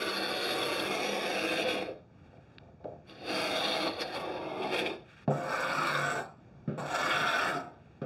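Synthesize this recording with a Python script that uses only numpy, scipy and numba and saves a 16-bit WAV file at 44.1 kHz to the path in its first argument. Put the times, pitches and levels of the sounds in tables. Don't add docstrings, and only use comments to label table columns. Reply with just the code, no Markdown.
import sys
import numpy as np
from scipy import signal
from scipy.fft import rfft, irfft, next_fast_len
from scipy.io import wavfile
from scipy.ndimage import uniform_filter1d
from numba import njit

SR = 44100
rng = np.random.default_rng(int(sys.argv[2]) if len(sys.argv) > 2 else 0)


def wrap_up_sound(samples):
    columns = np.atleast_2d(samples).T
    tamed = np.clip(columns, -1, 1)
    steps = np.round(tamed * 32767).astype(np.int16)
    wavfile.write(sys.argv[1], SR, steps)


N = 355005
T = np.arange(N) / SR
HZ = np.maximum(np.fft.rfftfreq(32768, 1 / SR), 1)

# touch_s, full_speed_s, ease_off_s, creep_db, fade_db_per_s, level_db
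EDGE_PULLS = [(-0.1, 0.527, 1.827, -2, 155, -36), (3.06, 3.31, 4.9, -17.5, 146.5, -34.5)]
# touch_s, full_speed_s, ease_off_s, creep_db, fade_db_per_s, level_db
PANEL_PULLS = [(5.3, 5.54, 6.193, -1.5, 135, -36), (6.775, 6.96, 7.578, -2, 112, -36.5)]
# time_s, bite_db
EDGE_BITE_CURVES = [
    [(0, 1), (.28, -0.5), (.45, 0.5), (.72, 0.5), (.87, -0.5), (1.2, -1.6), (1.7, 0), (1.82, -6.5),
     (1.9, -6.5)],
    [(3.09, 1.5), (3.14, -5), (3.23, -4), (3.4, -0.5), (3.85, -2.5), (3.93, -7.5), (4.22, -9), (4.4, -13),
     (4.68, -10.5), (4.76, -4), (4.85, -8.5), (4.98, -10)],
]
PANEL_BITE_CURVES = [
    [(5.32, -13.5), (5.46, -9.5), (5.53, -1.5), (5.7, -1), (5.87, 2.5), (6.0, 1), (6.1, -1), (6.28, -12.5)],
    [(6.84, -11), (6.96, -2.5), (7.07, 3.5), (7.2, 2.5), (7.3, 2.5), (7.44, 3), (7.52, -4), (7.68, -12.5)],
]
EDGE_HAND_RESPONSE = [(1.0, 0.25), (1.1, 1.0553), (1.42, 2)]
PANEL_HAND_RESPONSE = [(1.0, 0.018), (1.1, 0.96), (1.65, .65)]
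# time_s, length_s, speed_change_db, bite_change_db
SCRAPE_JOLTS = [(1.657, 0.032, 4.5, -9), (3.877, 0.031, 6, -4), (3.954, 0.061, -8, 3),
                (4.014, 0.031, 3, 5.5), (4.095, 0.12, -6, 3.5), (4.157, 0.033, 0.5, 5.5),
                (4.208, 0.022, -5.5, 8.5), (4.64, 0.048, 4.5, -0.5), (4.74, 0.022, 3.5, 0),
                (4.794, 0.034, 1.5, 3.5), (4.869, 0.018, 4, 1), (6.957, 0.016, 1.5, 4),
                (7.499, 0.03, 1.5, 2.5)]
# pitch_hz, relative_level_db
EDGE_BODY_COLOUR = [(50, -33), (120, -5), (300, -6), (700, -5.5), (1050, -1.5), (1700, -5), (2650, -6),
                    (3600, -1.5), (4500, -7), (5800, -18.5), (7400, -32.5), (9300, -24.5), (11300, -28.5),
                    (13000, -37), (15500, -38)]
PANEL_BODY_COLOUR = [(50, -60), (140, 1), (320, -2), (760, -1.5), (1100, 6.5), (1350, 0), (1800, -5.5),
                     (2500, -11.5), (3500, -13.5), (5600, -20), (6600, -35), (7900, -28), (9600, -37.5),
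                     (12500, -38.5), (13800, -36), (15500, -46)]
# pitch_hz, width_hz, lift_db
EDGE_WOOD_MODES = [(200, 21, 8), (333, 105, 8), (502, 25, 5), (644, 18, 6.5), (733, 54, 5),
                   (1120, 150, 6.5), (1390, 58, -4), (2040, 12, -5), (2081, 230, 9.5), (2310, 290, 1),
                   (2580, 34, -2.5), (2576, 250, 4.5), (2630, 88, 2.5), (3910, 123, -16)]
PANEL_WOOD_MODES = [(145.2, 8.3, 16.2), (358, 29, 3.4), (455, 9, 1.1), (522, 12, 7.3), (696, 71, 5.7),
                    (1100, 20, 1.6), (1316, 30, 5.7), (1500, 220, 3.7), (1770, 11.02, 1.6), (1910, 16, 1.6),
                    (2206, 260, 5.8), (2430, 150, 3.7), (2580, 15, 1.4)]
# time_s, pitch_hz
EDGE_RESONANCE_PATH = [(0, 398), (.6, 536), (1.1, 440), (1.6, 440), (3.15, 300), (3.3, 467), (3.45, 650),
                       (4.55, 650), (4.85, 388)]
# time_s, pitch_hz
PANEL_RESONANCE_PATH = [(5.66, 1390), (5.86, 1160), (6.04, 1410), (6.9, 1370), (7.6, 1320)]
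# start_s, end_s, first_hz, last_hz, lift_db
CHATTER_CATCHES = [(-0.45, 0.53, 4130, 4340, 8.5), (-0.2, 0.52, 1520, 1460, 7), (-0.7, 1.4, 830, 750, 2),
                   (0.2, 0.75, 3300, 3500, 4), (0, 1.02, 4550, 4300, 4), (-0.1, 0.95, 11150, 11250, 4.5),
                   (7, 6.96, 700, 700, 3), (0.8, 2.07, 205, 170, 5), (1.1, 2.2, 510, 510, 4.5),
                   (0.9, 1.486, 6000, 5340, 8), (0.85, 1.4, 2260, 2220, 5.5), (1.3, 1.93, 2650, 2350, 6),
                   (1.38, 1.797, 3460, 3500, 3.5), (3.5, 3.78, 3760, 3800, 6), (4, 4.04, 5400, 4800, 11),
                   (3.5, 4.238, 3800, 4360, 10), (4.67, 4.93, 2400, 2400, 8), (4.58, 5.02, 3470, 3700, 1),
                   (3, 3.6, 4730, 4660, 7), (4.5, 5.64, 8000, 6800, 8), (5.823, 5.943, 4100, 4200, 5),
                   (5, 5.964, 2530, 2470, 2.5), (6, 7.11, 7800, 6900, 14), (6.5, 7.34, 2600, 2900, 2.5),
                   (7, 7.44, 3350, 3500, 3.5), (6, 7.42, 4400, 4100, 2.5), (7.423, 7.53, 5900, 5400, 3)]
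# start_s, length_s, level_db, pitch_hz
HARD_SPOT_SNAGS = [(0.792, 0.0093, -37, 3400), (1.6, 0.022, -40.5, 2570), (1.682, 0.026, -36.5, 2570),
                   (4.617, .022, -42, 2470), (4.758, 0.011, -34, 2520), (4.78, .022, -33, 2510),
                   (4.858, 0.015, -34, 2440), (5.701, .008, -34, 1410), (7.053, .02, -35, 1450),
                   (7.104, .012, -33, 1410), (7.165, 0.019, -37.5, 1410), (7.283, .014, -38.5, 2620)]
# start_s, level_db, clack_hz, rattle_length_s, boom_db, snap_db
TOOL_KNOCKS = [(1.873, -39, 440, 0.054, -21, -19), (2.329, -59, 600, 0.022, -10, -13),
               (2.372, -61, 560, .02, -10, -11), (2.621, -60, 580, .025, -5, -18),
               (2.682, -61, 580, 0.021, -6, -15), (2.803, -58.5, 640, 0.022, -11, -17),
               (2.842, -40, 460, 0.032, -11.5, -21.5), (2.851, -46, 550, 0.03, -14, -26),
               (2.882, -50.5, 610, 0.02, -9, -24), (2.934, -53, 560, 0.03, -2, -21),
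               (5.2775, -29.5, 633, 0.031, 5.5, -16), (5.297, -37, 600, 0.023, 3, -18),
               (5.313, -40, 750, 0.015, -7, -17), (6.677, -43.5, 370, 0.13, 15.5, -8.5),
               (6.695, -46, 384, 0.032, 7, -15), (6.778, -39, 700, 0.038, -4, -10),
               (6.796, -39.5, 695, 0.019, -2, -10), (7.208, -46, 327, 0.05, 7, -18),
               (8.016, -39.5, 407, 0.06, 5, -9.5)]
# pitch_hz, relative_level_db, t60_s
STRUCK_BOARD_MODES = [(294, -2.5, 0.081), (408, -3.5, 0.18), (524.7, -3.5, 0.18), (614, -9.5, 0.22),
                      (691.2, -1, 0.15), (778, -6, 0.12), (870, -9.5, 0.13), (1110, 2, 0.076)]
# pitch_hz, relative_level_db, t60_s
CABINET_MODES = [(142, 15.5, 0.18), (165.4, 8.5, 0.18), (209.4, 8, 0.19)]
# start_s, level_db
STEEL_TICKS = [(2.583, -54), (2.843, -68.5), (3.096, -58), (3.116, -70), (3.156, -64)]
# start_s, end_s, level_db
LIGHT_SLIDES = [(2.084, 2.58, -72), (3.025, 3.24, -63), (5.028, 5.258, -57.5), (6.3, 6.506, -77),
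                (7.72, 8.035, -71)]
# pitch_hz, relative_level_db
AIR_COLOUR = [(25, -19), (55, 3), (90, 7.5), (140, 6), (300, -6.5), (600, -15), (1000, -13), (1300, -22),
              (2400, -31.5), (4000, -37.5), (6500, -43), (9000, -59), (15000, -68)]
# pitch_hz, width_hz, lift_db
AIR_HISS_BAND = [(2340, 220, 6)]

RISE_S = 0.12
CLACK_OCTAVES = 1.13
AIR_DB, ROOM_T60_S = -53, 0.29
TOP_HZ = 15700


def edge_scraping(wood_lift_db=5.0, wood_q=1.03, steel_hz=11170.0, steel_lift_db=6):
    force = friction(slips(rate=700, uneven=.75, scatter_db=1.5), grit_db=-2, grit_s=0.0029)
    rung = boards(force, ring_db=-2.0, t60=0.1, damp_hz=12600)
    sound = ring(rung, body(EDGE_BODY_COLOUR, EDGE_WOOD_MODES))
    wood_hz = np.interp(T, *np.transpose(EDGE_RESONANCE_PATH))
    wood = undb(wood_lift_db) * resonate(sound, wood_hz, wood_q)
    steel_gain = undb(steel_lift_db + 2.5 * walk(50))
    steel = steel_gain * resonate(sound, np.full(N, steel_hz), 23.0)
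    sound = sound + wood + steel + scratches(sound, centre_hz=3300, lift_db=-12.5)
    return strokes(EDGE_PULLS, EDGE_BITE_CURVES, room(sound, wet_db=-8.0), EDGE_HAND_RESPONSE,
                   rasp_db=0, flakes_db=-14.5, patchy_db=0.6, crackle_db=0.54, settle_s=0.054)


def panel_scraping(hollow_lift_db=-4, hollow_q=7.3):
    force = friction(slips(rate=600, uneven=.75, scatter_db=0.0), grit_db=-3, grit_s=0.0028)
    rung = boards(force, ring_db=0.0, t60=0.091, damp_hz=11700)
    sound = ring(rung, body(PANEL_BODY_COLOUR, PANEL_WOOD_MODES))
    hollow_hz = np.interp(T, *np.transpose(PANEL_RESONANCE_PATH))
    hollow_gain = undb(hollow_lift_db + 2.3 * walk(90))
    sound = sound + hollow_gain * resonate(sound, hollow_hz, hollow_q)
    sound = sound + scratches(sound, centre_hz=4050, lift_db=-5.5)
    return strokes(PANEL_PULLS, PANEL_BITE_CURVES, room(sound, wet_db=-6.5), PANEL_HAND_RESPONSE,
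                   rasp_db=3, flakes_db=-18.0, patchy_db=0.67, crackle_db=1.5, settle_s=0.007)


def strokes(pulls, bites, sound, response, rasp_db, flakes_db, patchy_db, crackle_db, settle_s):
    wood, rasp, flakes = registers(sound)
    patches = patchy_db * walk(100)
    crackle = .5 * patches + crackle_db * walk(110)
    wood = unit(steady(wood) * undb(patchy_db * walk(45)))
    rasp = undb(rasp_db) * unit(steady(rasp) * undb(patches))
    flakes = undb(flakes_db) * unit(steady(flakes) * undb(crackle))
    jolt_speed, jolt_bite = np.zeros(N), np.zeros(N)
    for time, length, speed_db, bite_db in SCRAPE_JOLTS:
        bump = np.exp(-2 * np.minimum(abs(T - time) / length, 10) ** 2)
        jolt_speed += speed_db * bump
        jolt_bite += bite_db * bump
    out = np.zeros(N)
    for (touch, full, ease, creep_db, fade_db_per_s, level_db), curve in zip(pulls, bites):
        speed = np.interp(T, [full - RISE_S, full], [creep_db, 0])
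        speed = speed - fade_db_per_s * np.maximum(T - ease, 0) + jolt_speed
        bite = np.interp(T, *np.transpose(curve)) + jolt_bite
        contact = undb(level_db) * np.clip((T - touch) / settle_s, 0, 1)
        for layer, (per_speed, per_bite) in zip((wood, rasp, flakes), response):
            out += contact * layer * undb(per_speed * speed + per_bite * bite)
    return out


def slips(rate, uneven, scatter_db):
    chance = np.clip(rng.standard_normal((40000, 2)), -2, 2)
    stick = np.exp(uneven * chance[:, 0] - uneven ** 2 / 2)
    at = (np.cumsum(stick) * SR / rate).astype(int)
    size = np.sqrt(stick) * undb(scatter_db * chance[:, 1])
    pulses = np.bincount(at[at < N], size[at < N], N)
    return unit(pulses - pulses.mean())


def friction(pulses, grit_db, grit_s):
    decay = np.exp(-T[:SR // 20] / grit_s)
    spray = np.maximum(ring(pulses - pulses.min(), decay), 0)
    return pulses + undb(grit_db) * unit(spray * rng.standard_normal(N))


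def boards(x, ring_db, t60, damp_hz, travel_rate=7):
    t = T[:SR // 4]
    places = np.array([walk(travel_rate) for _ in range(5)])
    places /= np.sqrt(np.sum(places ** 2, axis=0))
    out = x.copy()
    for share in places:
        tail = rng.standard_normal(len(t)) * np.exp(-np.log(1000) * t / t60)
        tail = band(tail / np.linalg.norm(tail), 454, damp_hz, order=1)
        out += undb(ring_db) * ring(x * share, tail)
    return out


def scratches(x, centre_hz, lift_db):
    hz = np.clip(centre_hz * 2 ** (.5 * walk(30)), 1000, 12000)
    bursts = undb(lift_db + 5 * np.clip(walk(140), -2, 2))
    return bursts * resonate(x, hz, 5.0)


def catches(x, q=9.5, flutter_db=2.5, wobble=0.0049):
    out = x.copy()
    flutter = undb(flutter_db * walk(70))
    drift = 1 + wobble * walk(33)
    for start, end, first_hz, last_hz, lift_db in CHATTER_CATCHES:
        span = (T > start) & (T < end)
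        progress = (T[span] - start) / (end - start)
        hz = (first_hz + (last_hz - first_hz) * progress) * drift[span]
        swell = np.sqrt(np.sin(np.pi * progress)) * flutter[span]
        out[span] += (undb(lift_db) - 1) * swell * resonate(x[span], hz, q)
    return out


def snags(q=6.5, upper_ratio=1.34, upper_db=-4, attack_s=0.0034, release_s=0.004):
    force = friction(slips(rate=520, uneven=.5, scatter_db=2.0), grit_db=-4, grit_s=0.00072)
    out = np.zeros(N)
    for start, length, level_db, hz in HARD_SPOT_SNAGS:
        span = (T > start) & (T < start + length + 10 * release_s)
        t = T[span] - start
        lower_hz = np.full(len(t), float(hz))
        upper_hz = lower_hz * upper_ratio
        lower = resonate(resonate(force[span], lower_hz, q), lower_hz, q)
        upper = resonate(resonate(force[span], upper_hz, q), upper_hz, q)
        grip = np.minimum(t / attack_s, 1) * np.exp(-np.maximum(t - length, 0) / release_s)
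        out[span] += undb(level_db) * grip * unit(lower + undb(upper_db) * upper)
    return room(out, wet_db=-10.5)


def knocks(rattle_db=-2.5, board_db=-3, rattle_tail_db=-15, tail_t60_s=0.53, swell_s=0.0012):
    out, t = np.zeros(2 * N), T[:SR // 2]
    attack = slice(SR // 40)
    swell = 1 - np.exp(-t / swell_s)
    boom = band(struck(CABINET_MODES, t) * swell, 134, 900, order=3)
    board = struck(STRUCK_BOARD_MODES, t) * swell
    spread = 2 ** (CLACK_OCTAVES / 2)
    for start_s, level_db, hz, length, boom_db, snap_db in TOOL_KNOCKS:
        tail_gain = undb(rattle_tail_db) * min(length / 0.13, 1) ** 2
        fade = np.exp(-2 * t / length) + tail_gain * np.exp(-np.log(1000) * t / tail_t60_s)
        force = fade * rng.standard_normal(len(t))
        force[0] += 4.5
        rattle = band(force, hz / spread, hz * spread, order=3)
        clack = band(board, hz / spread, hz * spread, order=3)
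        snap = band(band(force, 1050, 1440, order=1), 420, 3300, order=2)
        parts = (rattle, rattle_db), (clack, board_db), (snap, snap_db), (boom, boom_db)
        knock = sum(undb(part_db) * x / x[attack].std() for x, part_db in parts)
        start = int(start_s * SR)
        out[start:start + len(t)] += undb(level_db) * knock
    return room(out[:N], wet_db=-4)


def struck(modes, t):
    return sum(undb(db - 60 * t / t60) * np.sin(2 * np.pi * hz * t) for hz, db, t60 in modes)


def ticks(lo_hz=850, hi_hz=4600, decay_s=0.0011):
    out, t = np.zeros(N), T[:SR // 40]
    for start_s, level_db in STEEL_TICKS:
        contact = band(np.exp(-t / decay_s) * rng.standard_normal(len(t)), lo_hz, hi_hz, order=7)
        upper_ring = band(contact, 3000, 3900, order=1)
        lower_ring = undb(-1) * band(contact, 1250, 1750, order=1)
        start = int(start_s * SR)
        out[start:start + len(t)] += undb(level_db) * unit(contact + upper_ring + lower_ring)
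    return room(out, wet_db=-18)


def slides(bright_hz=2700, ease_s=0.098, lift_off_s=0.032):
    hiss = unit(band(rng.standard_normal(N), 840, bright_hz, order=2)) * undb(2 * walk(60))
    level = np.zeros(N)
    for start, end, level_db in LIGHT_SLIDES:
        fade_in = np.clip((T - start) / ease_s, 0, 1)
        fade_out = np.clip((end - T) / lift_off_s, 0, 1)
        level += undb(level_db) * fade_in * fade_out
    return hiss * level


def air():
    noise = unit(ring(rng.standard_normal(N), body(AIR_COLOUR, AIR_HISS_BAND)))
    return undb(AIR_DB + 1.5 * walk(8.1)) * noise


def room(x, wet_db, damp_hz=3500):
    t = T[:SR // 2]
    tail = rng.standard_normal(len(t)) * undb(-60 * t / ROOM_T60_S)
    tail *= np.clip(t / 0.022, 0, 1) ** 2
    low_pass = signal.butter(1, damp_hz, fs=SR, output="sos")
    tail = signal.sosfilt(low_pass, tail / np.linalg.norm(tail))
    return x + undb(wet_db) * ring(x, tail)


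def body(colour, modes=()):
    hz, db = np.transpose(colour)
    db = np.interp(np.log(HZ), np.log(hz), db)
    for centre, width, lift in modes:
        db = db + lift / (1 + (2 * (HZ - centre) / width) ** 2)
    cepstrum = irfft(np.log(undb(db)))
    cepstrum[1:len(HZ) - 1] *= 2
    cepstrum[len(HZ):] = 0
    return irfft(np.exp(rfft(cepstrum)))[:len(HZ)]


@njit
def resonate(x, hz, q):
    y, b, l = np.empty(len(x)), 0., 0.
    for i in range(len(x)):
        g = np.tan(np.pi * hz[i] / SR)
        v = (b + g * (x[i] - l)) / (1 + g * (g + 1 / q))
        b, l, y[i] = 2 * v - b, l + 2 * g * v, v / q
    return y


def registers(x, wood_hz=1000, flake_hz=6050):
    size = next_fast_len(N + SR // 10, real=True)
    hz, spectrum = np.fft.rfftfreq(size, 1 / SR), rfft(x, size)
    low = irfft(spectrum / (1 + (hz / wood_hz) ** 12), size)[:N]
    below_top = irfft(spectrum / (1 + (hz / flake_hz) ** 12), size)[:N]
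    return low, below_top - low, x - below_top


def steady(x, span_s=0.12):
    return x / np.sqrt(uniform_filter1d(x ** 2, size=int(span_s * SR) + 1) + 1e-18)


def walk(rate):
    k = int(SR / rate)
    steps = np.repeat(rng.standard_normal(N // k + 1), k)
    return unit(uniform_filter1d(steps, k))[:N]


def band(x, lo_hz, hi_hz, order=4):
    hi_hz = np.clip(hi_hz, lo_hz + 20, SR / 2 - 10)
    return signal.sosfilt(signal.butter(order, [lo_hz, hi_hz], "band", fs=SR, output="sos"), x)


def ring(x, response):
    return signal.oaconvolve(x, response)[:len(x)]


def unit(x):
    return x / np.sqrt(np.mean(x ** 2))


def undb(db):
    return 10 ** (np.asarray(db) / 20)


def scene():
    scraping = catches(edge_scraping() + panel_scraping())
    return (scraping + snags() + knocks() + ticks() + slides() + air())[None]


def record(dry):
    size = next_fast_len(N + SR // 10, real=True)
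    hz = np.fft.rfftfreq(size, 1 / SR)
    share = np.interp(hz, [0, 3000, 7200, 10200, 12500], [.7, .92, .88, .65, .1])
    late = share * np.exp(-2j * np.pi * hz / 1017.5)
    comb = .82 * (1 - late) / (1 - .27 * late)
    sound = irfft(rfft(dry, size) * comb, size)[:, :N]
    return signal.sosfilt(signal.ellip(10, .2, 70, TOP_HZ, fs=SR, output="sos"), sound)


dry = scene()
out = record(dry)
wrap_up_sound(out)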